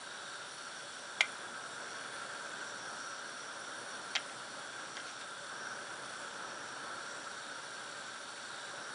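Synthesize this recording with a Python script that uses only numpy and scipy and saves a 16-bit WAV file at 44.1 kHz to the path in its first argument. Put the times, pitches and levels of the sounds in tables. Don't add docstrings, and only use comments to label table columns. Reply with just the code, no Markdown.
import sys
import numpy as np
from scipy import signal
from scipy.fft import rfft, irfft, next_fast_len
from scipy.io import wavfile

SR = 44100
rng = np.random.default_rng(int(sys.argv[2]) if len(sys.argv) > 2 else 0)


def unload_wav(signal):
    wavfile.write(
        sys.argv[1],
        SR,
        np.round(np.clip(np.atleast_2d(signal).T, -1, 1) * 32767).astype(np.int16),
    )


N = 394254


# frequency in Hz, spectral level in dB.
ROAR_SPECTRUM = [(25, -114), (55, -105), (90, -98), (130, -87.5), (165, -89), (260, -85), (470, -84),
                 (800, -82.5), (1200, -84), (1750, -85.5), (2100, -99), (3000, -106), (6000, -125)]
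# frequency in Hz, bandwidth in Hz, peak spectral level in dB.
CAVITY_MODES = [(127.3, 32, -95.5), (570.5, 53, -78.5), (953.3, 28, -81), (1100, 29, -80),
                (1210.5, 32, -80.5), (1306.6, 48, -74.5), (1384, 91, -73), (1487, 65, -74),
                (1560.6, 61, -73.5), (1629, 68, -77), (1748, 110, -86), (2005, 65, -97)]
# time in seconds, gain in dB.
CAVITY_SWELL = [(0, 0.5), (0.43, 1.5), (0.58, -0.2), (0.95, 0), (1.1, 0), (1.6, 0), (2.03, -1), (2.3, 0.9),
                (2.85, -0.7), (3.12, 2.5), (3.9, -1.8), (4.55, 0), (5.35, 0.7), (5.6, 1), (6.1, 0.1),
                (6.5, -1), (7.3, 1.5), (7.65, 1.5), (8.35, -0.3), (8.64, 1), (8.9, 0.9)]

def flame():
    roar = coloured(white(), ROAR_SPECTRUM) * from_db(0.5 * drift(8.0))
    cavities = noise_bands(CAVITY_MODES, waver_db=1.36, waver_rate=20)
    return roar + gain_curve(CAVITY_SWELL) * cavities


# frequency in Hz, spectral level in dB.
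HISS_SPECTRUM = [(900, -110), (2000, -92), (2650, -94.5), (3050, -88.5), (4100, -92.5), (5300, -94),
                 (6700, -98.5), (7900, -97), (8850, -99), (10000, -99)]
# frequency in Hz, bandwidth in Hz, peak spectral level in dB.
PIPE_MODES = [(3407, 108, -82.5), (3657, 250, -85.5), (4378, 190, -83.5), (7490, 720, -91.5),
              (8270, 500, -94.5), (9360, 280, -87), (9640, 390, -91)]
WHISTLE_MODE = [(5668, 456, -80)]
# time in seconds, gain in dB.
WHISTLE_SWELL = [(0, -6), (1.3, -2.5), (1.52, -5.5), (1.9, -1.5), (2.2, -7), (2.8, 0), (4.1, -2.5),
                 (4.4, -6.5), (5.1, -1), (5.37, -6.5), (5.52, -0.5), (5.75, -0.5), (5.95, -5), (6.6, -2),
                 (6.9, -6), (7.17, -1), (7.45, -5), (8.9, -5)]

def gas_jet():
    whistle = gain_curve(WHISTLE_SWELL) * noise_bands(WHISTLE_MODE, waver_db=1.24, waver_rate=9.0)
    hiss = coloured(white(), HISS_SPECTRUM)
    pipe = noise_bands(PIPE_MODES, waver_db=1.75, waver_rate=3.5)
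    return hiss + pipe + whistle


# frequency in Hz, bandwidth in Hz, peak spectral level in dB.
HISS_BANDS = [(3850, 340, -79.5), (4650, 290, -86.5)]
# time of the peak in seconds, gain in dB.
BRIGHT_MOMENTS = [(0.1, -3), (7.25, -6), (7.98, -6), (8.65, -2.5)]

def narrow_hiss(slope_db_per_s=15, rest_db=-12):
    t = np.arange(N) / SR
    peaks_db = np.max([db - slope_db_per_s * np.abs(t - s) for s, db in BRIGHT_MOMENTS], axis=0)
    return from_db(np.maximum(peaks_db, rest_db)) * noise_bands(HISS_BANDS, waver_db=1.0, waver_rate=3.7)


# start in seconds, relative force on the shell in dB,
# relative crack level in dB, crack centre frequency in Hz.
CONTACTS = [(1.2072, -13, -8.5, 3000), (1.2077, -30, -11, 6700), (1.2105, -38, -1.5, 6860),
            (1.2135, -35, -24, 3280), (1.2155, -36, -12, 7000), (1.2225, -37, -38, 2300),
            (4.1523, -29, -8, 5200), (4.1533, -27, -30, 3000), (4.1570, -36, -15, 3200),
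            (4.1582, -33, -6, 4700), (4.1638, -24, -13.5, 3020), (4.1705, -32, -28, 3200),
            (4.1790, -37, -32, 3300), (4.295, -41, -34, 2700), (4.9688, -36, -17, 5600),
            (4.969, -44, -29, 1700), (4.9760, -35, -32, 1700), (5.0000, -49, -26.5, 4630)]
# frequency in Hz, relative level in dB, 60 dB decay time in seconds.
SHELL_MODES = [(635, -15, 0.014), (826, -8.5, 0.017), (1480, -31, 0.007), (1910, -12.5, 0.021),
               (2100, -8.5, 0.024), (2386, -13, 0.032), (2700, -19, 0.028), (3213, -12, 0.027),
               (3410, -11.5, 0.025), (3900, -21, 0.019), (5440, -23, 0.0066), (6820, -19, 0.025),
               (8100, -28, 0.012)]
# frequency in Hz, gain in dB.
CRACK_COLOUR = [(500, -9), (1300, 2), (2200, -3.5), (3300, -9.5), (4600, -15.5), (6500, -22.5), (7800, -24),
                (10000, -17)]

def thermometer(crack_decay_s=0.0016, crack_width_hz=2600, scatter_db=2.5, contact_hz=7000):
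    t = np.arange(N // 100) / SR
    fade = np.exp(-t / crack_decay_s)
    starts = [round(row[0] * SR) for row in CONTACTS]
    cracks, shell = np.zeros(N), np.zeros(N)
    for at, (_, _, crack_db, crack_hz) in zip(starts, CONTACTS):
        burst = steep_band(rng.standard_normal(len(t)), crack_hz, crack_width_hz)
        cracks[at:at + len(t)] += from_db(crack_db) * rms_one(burst * fade) * np.sqrt(np.mean(fade ** 2))
    scatter = scatter_db * rng.standard_normal((len(CONTACTS), len(SHELL_MODES)))
    force_db = np.array(CONTACTS)[:, 1:2] + scatter
    for k, (hz, db, t60) in enumerate(SHELL_MODES):
        blows = np.zeros(N)
        blows[starts] = from_db(force_db[:, k] + db)
        shell += (-1) ** k * ring(blows, hz, t60)
    clicks = from_db(0.5) * shell + coloured(cracks, CRACK_COLOUR)
    return signal.sosfilt(signal.butter(2, contact_hz, fs=SR, output="sos"), clicks)


def oil(level_db, bubbles_per_s=1500, spread_db=2.5, cycles=7.2):
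    strengths = from_db(spread_db * np.minimum(rng.exponential(1, N), 4)) * rng.choice([-1, 1], N)
    bursts = strengths * (rng.random(N) < bubbles_per_s / SR)
    pitches_hz = np.geomspace(1800, 9000, 20)
    size_class = rng.integers(0, len(pitches_hz), N)
    fizz = sum(ring(bursts * (size_class == k), hz, cycles / hz) for k, hz in enumerate(pitches_hz))
    return from_db(level_db) * rms_one(fizz)


# frequency in Hz, relative level in dB.
RUSTLE_SPECTRUM = [(500, -28), (2300, -3.5), (4500, -7), (6500, -11), (10000, -15)]
# start in seconds, level in dB.
HAND_SLIDES = [(5.03, -50.5), (5.18, -56)]

def handling(attack_s=0.027, hold_s=0.02, release_s=0.059):
    envelope = sum(from_db(db) * swell(s, attack_s, hold_s, release_s) for s, db in HAND_SLIDES)
    slips = coloured(white(), RUSTLE_SPECTRUM) * from_db(3.5 * drift(60))
    return envelope * rms_one(slips)


# frequency in Hz, relative gain in dB.
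ECHO_COLOUR = [(200, -1), (700, 9), (1500, 11), (2400, 7.5), (3300, 6.5), (5000, 0), (9000, -0.5)]

def kitchen(x, near_db=-13.5, near_t60=0.048, room_db=-18.5, room_t60=0.23):
    t = np.arange(SR // 2) / SR
    echo = np.zeros(len(t))
    for db, t60, delay_s in [(near_db, near_t60, .0015), (room_db, room_t60, .014)]:
        decay = np.exp(-np.log(1000) * t / t60) * (t > delay_s)
        tail = coloured(rng.standard_normal(len(t)), ECHO_COLOUR) * decay
        echo += from_db(db) * tail / np.sqrt(np.sum(tail ** 2))
    return x + signal.fftconvolve(x, echo)[:N]


def noise_bands(bands, waver_db, waver_rate):
    return sum(from_db(db + waver_db * drift(waver_rate)) * steep_band(white(), hz, width)
               for hz, width, db in bands)


def steep_band(x, hz, width):
    r = np.exp(-np.pi * width / SR)
    b = np.array([1, 0, -1]) * (1 - r * r) / 2
    a = [1, -2 * r * np.cos(2 * np.pi * hz / SR), r * r]
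    return signal.lfilter(b, a, signal.lfilter(b, a, x + 1e-18))


def ring(impulses, hz, t60):
    r = np.exp(-np.log(1000) / (t60 * SR))
    w = 2 * np.pi * hz / SR
    return signal.lfilter([.5, 0, -.5], [1, -2 * r * np.cos(w), r * r], impulses + 1e-18)


def white():
    return rng.standard_normal(N) * np.sqrt(SR / 2)


def coloured(x, spectrum):
    hz, db = np.transpose(spectrum)
    size = next_fast_len(len(x))
    bins = np.maximum(np.fft.rfftfreq(size, 1 / SR), 1)
    gain = from_db(np.interp(np.log(bins), np.log(hz), db))
    return irfft(rfft(x, size) * gain, size)[:len(x)]


def drift(rate_hz):
    hop, settle = 40, 2000
    r = np.exp(-2 * np.pi * hop * rate_hz / SR)
    noise = rng.standard_normal(N // hop + settle + 2)
    slow = signal.lfilter([1], [1, -2 * r, r * r], noise)[settle:]
    return np.interp(np.arange(N) / hop, np.arange(len(slow)), rms_one(slow))


def swell(start, attack, hold, release):
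    t = np.arange(N) / SR - start
    return np.clip(t / attack, 0, 1) * np.exp(-np.maximum(t - attack - hold, 0) / release)


def gain_curve(points):
    return from_db(np.interp(np.arange(N) / SR, *np.transpose(points)))


def from_db(db):
    return 10 ** (np.asarray(db) / 20)


def rms_one(x):
    return x / np.sqrt(np.mean(x ** 2) + 1e-20)


def scene():
    sway_hz = 0.87
    flame_db = 1.2 * drift(sway_hz)
    hiss_db = -0.85 + 0.37 * drift(sway_hz)
    fizz_db = -58.5 + 1.3 * drift(sway_hz)
    roar = from_db(flame_db) * flame()
    hiss = from_db(hiss_db) * (narrow_hiss() + gas_jet())
    return np.tile(roar + hiss + oil(fizz_db) + kitchen(thermometer()) + handling(), (2, 1))


def record(dry):
    cutoff_hz = 10020
    return signal.sosfilt(signal.ellip(12, .1, 70, cutoff_hz, fs=SR, output="sos"), dry)


dry = scene()
out = record(dry)
unload_wav(out)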